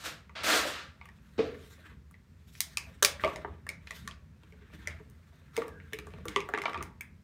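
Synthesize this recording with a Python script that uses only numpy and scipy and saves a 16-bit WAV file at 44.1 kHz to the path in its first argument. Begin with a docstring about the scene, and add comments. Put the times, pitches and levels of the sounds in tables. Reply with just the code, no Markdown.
"""An open garage with a bare floor, heard close to a board: a low street rumble and faint hiss fill the quiet.
First something drags in strokes of noise grains over gritty concrete, amid the first dents and knocks of empty
thin plastic bottles; hands rustle on the plastic as clumped ticks. From 2.5 s the snaps come loud and close,
each a burst of slips ringing wall and hollow. Faint squeaks of skin, noise on a drifting pitch, come near
5.7 s, then a thick run of snaps from 6.3 s and a last one at 7 s. Floor and walls throw the near sounds back."""
import sys
import numpy as np
from scipy import signal
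from scipy.fft import rfft, irfft
from scipy.io import wavfile
from scipy.ndimage import uniform_filter1d

SR = 44100
rng = np.random.default_rng(int(sys.argv[2]) if len(sys.argv) > 2 else 0)


def to_wav(s):
    """Save 16-bit WAV."""
    ch = np.atleast_2d(s).T  # columns
    pcm = np.round(np.clip(ch, -1, 1) * 32767)  # PCM
    wavfile.write(sys.argv[1], SR, pcm.astype(np.int16))


N = 318843

# how busily the hands shift on the plastic: t/s, level/dB, treble against the level/dB
HANDS = [(0.899, -84, -9), (1.0, -71, -4), (1.17, -78.5, 12.5), (1.54, -66, 3.5), (1.7, -70, 17),
         (1.81, -71, 7), (1.869, -56.5, -1.5), (2.1, -121, 2.5), (2.419, -82.5, 12), (2.53, -77, 25.5),
         (2.89, -68.5, 9), (3.17, -78, 6), (3.232, -51.5, 6), (3.708, -86.5, -12), (3.96, -62, 20),
         (4.3, -87.5, -18), (4.499, -73.5, 9.5), (4.64, -68, -11), (4.76, -68, 11.5), (4.865, -59.5, -6),
         (4.88, -59, -5), (5.05, -78.5, 10.5), (5.529, -73, 4), (5.562, -54, 6.5), (5.75, -78, 9),
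         (6.12, -69, 5), (6.24, -67.5, -2), (6.32, -58.5, 0), (6.44, -74, 8), (6.7, -57, -4),
         (6.83, -58.5, -10), (6.998, -111, -13)]


def gain_of(db):
    """Decibels to a factor."""
    return 10 ** (np.asarray(db) / 20)


def evened(x):
    """Scales to rms 1."""
    return x / np.sqrt(np.mean(x ** 2) + 1e-20)


def smoothed_noise(shape, span):
    """Slow random drift: white noise averaged twice over span samples of the last axis."""
    return uniform_filter1d(uniform_filter1d(rng.standard_normal(shape), span), span)


def read(points, hz):
    """Reads a spectrum on a log-frequency axis."""
    f, value = np.transpose(points)
    return np.interp(np.log(hz + 1), np.log(f + 1), value)


def add(mix, s, sound):
    """Mixes a sound in at s seconds."""
    part = mix[round(s * SR):][:len(sound)]
    part += sound[:len(part)]


def coloured(x, spectrum, low_hz=0, high_hz=SR):
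    """Gives x the spectrum, split below low_hz, between, and above high_hz; the middle part has rms 1."""
    hz = np.fft.rfftfreq(len(x), 1 / SR)
    z = rfft(x) * gain_of(read(spectrum, hz))
    low = 1 / (1 + (hz / (low_hz + 1)) ** 4)
    high = 1 / (1 + (high_hz / (hz + 1)) ** 4)
    bass, middle, treble = (irfft(z * w, len(x)) for w in (low, 1 - low - high, high))
    return np.array([bass, middle, treble]) / np.sqrt(np.mean(middle ** 2) + 1e-20)


def grains(per_s, spread_db, hiss):
    """Random tiny impacts of uneven size over a fine hiss."""
    size_db = spread_db * np.minimum(rng.exponential(1, N), 4)
    size = gain_of(size_db) * (rng.random(N) < per_s / SR)
    impacts = evened(size * rng.choice([-1., 1.], N))
    return evened(impacts + hiss * rng.standard_normal(N))


def rubbing(noise, spectrum, high_hz, gains):
    """Coloured grains whose bass (below 700 Hz), middle and treble each have a gain."""
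    return (coloured(noise, spectrum, 700, high_hz) * gains).sum(0)


def street():
    """Low rumble that swells at listed times and wavers at random, over a steady faint hiss."""
    # colour of the rumble: f/Hz, level per Hz/dB
    rumble_colour = [(21, -62), (35, -30.5), (52, -3), (70, 2), (85, 5), (102, -8.5), (150, -4), (191, -7),
                     (258, -14.5), (286, -25.5), (399, -30.5), (420, -29.5), (550, -50.5), (920, -120)]
    # level of the rumble before its waver: t/s, level/dB
    swell_levels = [(0.0, -57.5), (3.18, -56), (3.26, -49.5), (3.96, -57.5), (4.03, -49.5), (4.17, -58),
                    (4.29, -51), (4.35, -60), (4.75, -51.5), (5.38, -60.5), (6.18, -49.5), (6.68, -60.5),
                    (6.76, -51.5), (7.23, -57)]
    # colour of the hiss: f/Hz, level per Hz/dB
    hiss_colour = [(210, -28), (350, 1), (809, -12), (892, -8), (1540, -9.5), (1870, -8), (2990, -16),
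                   (3400, -16.5), (4850, -18), (15200, -28), (16500, -35.5)]
    hiss_db, waver_db, waver_s = -73.5, 1.5, 0.06
    rumble, hiss = (coloured(rng.standard_normal(N), colour, 0, 10 * SR)[1]
                    for colour in (rumble_colour, hiss_colour))
    waver = evened(smoothed_noise(N, round(waver_s * SR)))
    s, db = np.transpose(swell_levels)
    level_db = np.interp(np.arange(N) / SR, s, db) + waver_db * waver
    return gain_of(level_db) * rumble + gain_of(hiss_db) * hiss


def drag():
    """Dense grit under something heavy sliding over concrete: each stroke rises, holds and fades."""
    # strokes: start t/s, rise t/s, hold t/s, level/dB, fade/(dB per s), treble and bass against the level/dB
    strokes = [(0.0, 0.0023, 0.035, -55.5, 190, 15, -1), (0.039, 0.02, 0.0061, -41.5, 187, 14, 3.5),
               (0.353, 0.0046, 0.067, -45, 190, -14, 2.5), (0.434, 0.058, 0.077, -31, 128, 13, 6),
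               (0.659, 0.014, 0.0074, -42.5, 141, 13.5, -15), (0.72, 0.02, 0.057, -46.5, 190, -34, -23),
               (1.379, 0.013, .005, -44, 142, -34, 0)]
    # colour of the grit: f/Hz, level per Hz/dB
    grit_colour = [(88, -57.5), (150, -35), (194, -10), (255, -9), (293, -1.5), (401, -9), (571, 2.5),
                   (881, -3.5), (1310, 6.5), (2700, 1), (3850, 0), (15000, -29), (16500, -57)]
    stroke_start_db = -7  # below the hold level
    treble_fade = 1.3  # treble fades this much faster
    grit = grains(per_s=5000, spread_db=1.5, hiss=1.2)
    start, rise, hold, level_db, fade, treble_db, bass_db = np.transpose(strokes)[:, :, None]
    t = np.arange(SR * 2) / SR - start
    swell = (t >= 0) * gain_of(level_db + stroke_start_db * np.clip(1 - t / rise, 0, 1))
    faded_db = fade * np.maximum(t - rise - hold, 0)
    bands_db = bass_db - faded_db, -faded_db, treble_db - treble_fade * faded_db
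    # overlapping strokes add by power
    gains = [np.linalg.norm(swell * gain_of(db), axis=0) for db in bands_db]
    return np.pad(rubbing(grit[:SR * 2], grit_colour, 7840, gains), (0, N - SR * 2))


def rustle():
    """Sparse clumped ticks and skin friction on the plastic, its colour shifting in patches."""
    # colour of hands on plastic: f/Hz, level per Hz/dB
    shifting_colour = [(160, -19.5), (280, -15), (444, -9), (517, -21.5), (1570, 2), (3000, -10.5),
                       (3740, -10), (4830, -21), (14200, -28), (15700, -34), (16500, -57.5)]
    clump_db, patch_db, bass_db = 2.6, 2.5, -1.5  # bass against the level
    clumps = evened(smoothed_noise(N, 700))
    ticks = grains(per_s=420, spread_db=1.5, hiss=2.0) * gain_of(clump_db * clumps)
    z = signal.stft(ticks, nperseg=256)[2]
    across_pitch = uniform_filter1d(rng.standard_normal(z.shape), 5, 0)
    patches = evened(uniform_filter1d(across_pitch, 16, 1))
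    ticks = signal.istft(z * gain_of(patch_db * patches), nperseg=256)[1][:N]
    s, level_db, treble_db = np.transpose(HANDS)
    bands_db = level_db + bass_db, level_db, level_db + treble_db
    gains = [gain_of(np.interp(np.arange(N) / SR, s, db)) for db in bands_db]
    return rubbing(evened(ticks), shifting_colour, 4300, gains)


def ring(modes, scale, t, chance, rise_cycles):
    """Dying modes with a soft start; every dent detunes them and strikes them unevenly."""
    strike_db = 1.5
    hz, db, t60 = np.transpose(modes)[:, :, None]
    detune, strike, phase = chance[:, :len(modes), None]
    cycles = hz * scale * (1 + 0.015 * detune) * t
    soft_start = (1 - np.exp(-cycles / rise_cycles)) ** 3
    swing = soft_start * np.sin(2 * np.pi * cycles + 1.106 * phase)
    return (gain_of(db + strike_db * strike - 60 * t / t60) * swing).sum(0)


def snaps():
    """Each dent flips in a short burst of slips that rings the wall and the hollow of a bottle.
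    Returns the direct sound and what spreads to the walls, where the slips blur into one."""
    # dents and knocks: t/s, peak level/dB of wall, lower wall, hollow, crack and fizz, wall f/Hz, hollow f/Hz
    loud_dents = [(0.2952, -47, -48.5, -71, -63, -86, 2060, 410),
                  (0.654, -48, -68, -30.5, -39, -56, 1910, 592),
                  (1.0136, -41, -44.5, -83, -77, -84, 2150, 380),
                  (1.056, -43.5, -51, -79, -56, -54, 2200, 560),
                  (1.0888, -45.5, -54, -72, -55, -73, 1880, 633),
                  (1.3824, -63.5, -54.5, -30, -63, -78, 1510, 333.3),
                  (1.3909, -35, -50, -18, -55, -64, 2260, 452.3),
                  (1.5454, -45, -53.5, -50.5, -65, -71, 1820, 441),
                  (2.1113, -57.5, -66, -77.5, -79, -47.5, 1575, 308),
                  (2.142, -50, -62.5, -78, -69, -81.5, 2040, 313),
                  (2.5527, -42, -68, -72, -47, -73, 2360, 557),
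                  (2.605, -24, -50, -78, -18.5, -17, 2200, 520),
                  (2.7717, -21.5, -36.5, -67, -19, -30, 2600, 540),
                  (3.0253, -18.5, -27.5, -26, -17.5, -23, 1540, 589),
                  (3.028, -30.5, -26, -35, -9.5, -15, 1740, 570),
                  (3.0482, -14, -25.5, -58, -6, -14, 2450, 656),
                  (3.0507, -18.5, -47, -51, -18.5, -10.5, 1980, 581),
                  (3.1975, -34.5, -56, -60, -62, -71, 1880, 670),
                  (3.238, -18, -20, -29, -54, -79, 1820, 639),
                  (3.2469, -23, -38, -22, -33.5, -74, 2340, 558),
                  (3.2764, -52, -26.5, -53, -37, -66, 2000, 653),
                  (3.3597, -34, -40, -42.5, -37.5, -58, 1920, 618),
                  (3.4476, -37.5, -28.5, -37.5, -83.5, -69, 1974, 403),
                  (3.6671, -36.5, -45, -64, -51, -54, 1880, 585),
                  (3.6904, -27.5, -54, -50.5, -29.5, -39.5, 2245, 583),
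                  (3.8724, -39, -54, -71, -42.5, -71, 2500, 376),
                  (3.908, -31.5, -43, -54.5, -33, -70, 1895, 665),
                  (4.076, -35, -39.5, -69.5, -28.5, -57, 1720, 604),
                  (4.1107, -40, -58.5, -65, -46.5, -67.5, 3210, 688),
                  (4.4346, -51, -57.5, -60, -60, -64, 2300, 314),
                  (4.5235, -52.5, -69, -58, -59.5, -73.5, 2210, 434),
                  (4.7364, -54.5, -58.5, -53.5, -54, -66.5, 1900, 314),
                  (4.8731, -25.5, -43, -45, -30, -46, 2170, 580),
                  (4.9985, -56, -52.5, -50, -65, -81.5, 1870, 437.6),
                  (5.099, -71, -78, -88, -65, -51.5, 1837, 318),
                  (5.5662, -30.5, -46, -55, -31, -32.5, 2140, 294),
                  (5.5771, -32.5, -34, -25, -34.5, -49, 2220, 467.4),
                  (5.6196, -35, -31.5, -43, -46.5, -77, 1917, 408),
                  (5.681, -44, -42.5, -62.5, -52, -45.5, 1710, 425),
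                  (5.8016, -41, -68, -85, -77, -83, 2070, 405),
                  (5.9254, -43.5, -64, -49.5, -66, -60.5, 1650, 376),
                  (5.9333, -27, -67, -40, -41, -32.5, 2220, 449),
                  (5.9881, -35, -46.5, -45, -40.5, -41, 2360, 417),
                  (6.0693, -51, -45, -48, -48, -56, 1720, 418),
                  (6.1055, -52, -57.5, -54, -61, -67, 2280, 378),
                  (6.1377, -43.5, -50.5, -47, -70, -69, 2304, 416),
                  (6.1849, -53, -53, -49, -62, -68, 2500, 455),
                  (6.2548, -38, -41.5, -36.5, -54, -40.5, 1590, 480),
                  (6.2831, -28.5, -44, -41, -29.5, -36, 2070, 304),
                  (6.3615, -14.5, -20, -28.5, -22.5, -71, 2190, 393),
                  (6.4041, -36, -44, -46.5, -33.5, -61, 2540, 439),
                  (6.4893, -34.5, -39, -36, -48, -49, 1660, 576),
                  (6.538, -20.5, -25, -31.5, -35.5, -70, 1734, 402),
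                  (6.549, -24.5, -33, -66, -65, -67, 2110, 408),
                  (6.576, -29.5, -29, -35.5, -38.5, -62, 2140, 400),
                  (6.5864, -29, -51, -60, -44.5, -59, 1980, 363),
                  (6.6184, -27, -58, -58, -36.5, -41, 2160, 400),
                  (6.6376, -39, -29.5, -61, -40, -61, 2000, 640),
                  (6.6563, -22.5, -22, -72, -45, -55, 2180, 590),
                  (6.681, -54, -29, -42, -51, -66, 1690, 440), (6.6967, -30, -39, -43, -46, -52, 1710, 545),
                  (6.7325, -33.5, -38, -67, -41, -80, 2020, 466),
                  (6.745, -30.5, -31, -72, -67, -74, 2400, 444),
                  (6.7567, -45.5, -28.5, -50, -73, -77, 1530, 396),
                  (6.776, -37, -47, -42.5, -42, -84, 2400, 364),
                  (6.808, -39, -32.5, -43, -67, -72.5, 1950, 400),
                  (6.8264, -32.5, -58.5, -66, -35.5, -35, 2140, 380),
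                  (7.0091, -33, -60, -61.5, -45.5, -34.5, 2300, 283.5)]
    # wall modes: factor on wall pitch, level/dB, t60/s
    wall_modes = [(.72, -11, .014), (.84, -8, .016), (.93, -5, .022), (1, 0, .024), (1.08, -5, .022),
                  (1.2, -8, .015), (1.36, -10, .013), (1.55, -12, .012)]
    # lower wall modes: f/Hz before the common factor 0.91, level/dB, t60/s
    lower_modes = [(765, -6, 0.022), (896, -7, 0.03), (1080, 5.5, 0.023), (1293, 7.5, 0.03),
                   (1370, -4, 0.0046), (1566, -3, 0.022)]
    # modes of air and belly: factor on hollow pitch, level/dB, t60/s
    hollow_modes = [(1, 0, .16), (.9, -8, .09), (1.15, -10, .06), (1.33, -10, .06), (.69, -8, .12)]
    # colour of crack and fizz: f/Hz, level per Hz/dB
    crack_colour = [(1760, -39.5), (3000, -1.5), (6340, 0.5), (7800, -6), (9460, 1), (10700, -7.5),
                    (11400, -2), (12600, -19.5), (14900, -3.5), (15800, -26), (16500, -38.5)]
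    burst_ms = 1.1  # the slips die to 1/e in this time
    damped_cycles = 3.5  # neighbours damp the ring that spreads along the row
    t, out = np.arange(6000) / SR, np.zeros((2, N + SR))
    taper = np.exp(-abs(np.arange(256) - 32) / 30)
    clicks = coloured(signal.unit_impulse(256), crack_colour, 0, 9200)[1:]
    crack, fizz = np.roll(clicks, 32, axis=1) * taper
    u = t[:1500] * 1000 / burst_ms
    burst_shape = (1 - np.exp(-u / 0.15)) * np.exp(-u)
    for s, wall_db, lower_db, hollow_db, crack_db, fizz_db, wall_hz, hollow_hz in loud_dents + small_dents():
        chance, slips = rng.standard_normal((3, 3, 8)), rng.standard_normal((2, 1500))
        low, high = slips * abs(slips) * burst_shape
        low[12] += 1.1 * np.linalg.norm(low)  # one main flip sets the wall ringing
        high[12] += 0.23 * np.linalg.norm(high)  # and cracks
        wall = ring(wall_modes, wall_hz, t, chance[0], rise_cycles=0.2)
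        lower_wall = ring(lower_modes, 0.91, t, chance[1], rise_cycles=0.36)
        hollow = ring(hollow_modes, hollow_hz, t, chance[2], rise_cycles=0.2)
        # the last column sets how soon the spread sound is damped
        parts = [(wall_db, low, wall, wall_hz), (lower_db, low, lower_wall, lower_modes[2][0]),
                 (hollow_db, low, hollow, hollow_hz),
                 (crack_db, high, crack, wall_hz), (fizz_db, high, fizz, wall_hz)]
        for db, burst, body, hz in parts:
            sound = signal.fftconvolve(burst, body)
            sound *= gain_of(db) / abs(sound).max()
            add(out[0], s - .0006, sound)  # the burst starts just ahead of the listed time
            thud = body * np.exp(-t[:len(body)] * hz / damped_cycles)
            add(out[1], s, thud * np.linalg.norm(sound) / np.linalg.norm(thud))  # same energy, one blow
    return out[:, :N]


def small_dents():
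    """Rows like those of the loud snaps, scattered at random and as strong as the hands are busy."""
    # strength against the rustle: level/dB of wall, lower wall, hollow, crack, fizz
    against_rustle_db = (9.5, 5, 8.5, -7, -12.5)
    # lowest and highest wall pitch: f/Hz, f/Hz
    wall_range = (1620, 2580)
    # lowest and highest hollow pitch: f/Hz, f/Hz
    hollow_range = (284.2, 694)
    count, spread_db = 110, 2
    busiest_db = -66  # rustle level beyond which small dents grow no louder
    s, level_db, _ = np.transpose(HANDS)
    when, wall, hollow = rng.random((count, 3)).T
    when = s[0] + (s[-1] - s[0]) * (np.arange(count) + when) / count
    busy_db = np.minimum(np.interp(when, s, level_db), busiest_db)[:, None]
    uneven_db = spread_db * np.clip(rng.standard_normal((count, 5)), -2, 2)
    db = busy_db + against_rustle_db + uneven_db
    pitch = [lo + (hi - lo) * u for (lo, hi), u in ((wall_range, wall), (hollow_range, hollow))]
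    return np.column_stack([when, db, *pitch]).tolist()


def squeak():
    """Skin slipping on the wall: a faint fuzzy whistle, narrow noise carried on a drifting pitch."""
    # whistle: t/s, level/dB, f/Hz
    whistle = [(5.661, -59.5, 1620), (5.672, -63, 1697), (5.692, -64.5, 1700), (5.8, -56.5, 1530),
               (5.812, -66, 1565), (5.9, -75.5, 1674)]
    s, db, hz = np.transpose(whistle)
    t = np.arange(N) / SR
    a, b = smoothed_noise((2, N), 200)
    turn = 2 * np.pi * np.cumsum(np.interp(t, s, hz)) / SR
    fuzzy = evened(a * np.cos(turn) + b * np.sin(turn))
    return gain_of(np.interp(t, s, db, -120, -120)) * fuzzy


def garage(direct, spread, tail_db):
    """A few single echoes, then sparse taps of random sign whose bands die at their own speed.
    Three tails take turns at a steady rate, so no single tail colours every snap."""
    # dying of the tail: f/Hz, t60/s
    tail_decay = [(250, 0.6), (660, 0.4), (1740, 0.34), (4590, 0.24), (12100, .17)]
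    # echoes off floor, board and near wall: delay t/ms, level against the direct sound/dB
    early_echoes = [(2.3, -25.5), (4.4, -13.5), (6.6, -25.5), (9.5, -12), (14, -24)]
    early, taps = signal.unit_impulse(SR // 20), np.zeros((3, SR // 2))
    for ms, db in early_echoes:
        early[round(ms * SR / 1000)] += gain_of(db)
    # one tap at a random place in every 20 samples
    at = np.arange(300, SR // 2 - 20, 20) + rng.integers(0, 20, (3, (SR // 2 - 301) // 20))
    np.put_along_axis(taps, at, rng.choice([-1., 1.], at.shape), 1)
    hz, t, z = signal.stft(taps, SR, nperseg=256)
    dying = gain_of(-60 * t / read(tail_decay, hz)[:, None])
    tails = signal.istft(z * dying, SR, nperseg=256)[1]
    cycles = np.arange(N) * 9 / SR + np.arange(3)[:, None] / 3  # nine rounds per second
    turns = np.cos(2 * np.pi * cycles) * np.sqrt(2 / 3)
    late = signal.fftconvolve(spread * turns, tails / np.linalg.norm(tails[0]), axes=1).sum(0)
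    return signal.fftconvolve(direct, early)[:N] + gain_of(tail_db) * late[:N]


def scene():
    """Near sounds pass the garage; the street comes in through the open door."""
    near = snaps() + drag() + rustle() + squeak()  # two rows: direct, and spread to the walls
    return (garage(*near, tail_db=-9.5) + street())[None]


def record(dry):
    """The microphone drops the deepest bass and dips a narrow band; then the band limit of the recorder."""
    edge_hz = 16200
    thinned = signal.sosfilt(signal.butter(3, 42, "high", fs=SR, output="sos"), dry)
    # the port cavity partly cancels a narrow band at 10500 Hz
    notched = signal.lfilter(*signal.iirnotch(10500, 7.0, SR), thinned)
    dipped = 0.56 * notched + 0.69 * thinned
    band_limit = signal.firwin(511, edge_hz, window=("kaiser", 9), fs=SR)
    return signal.oaconvolve(dipped, band_limit[None], "same")


dry = scene()
out = record(dry)
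to_wav(out)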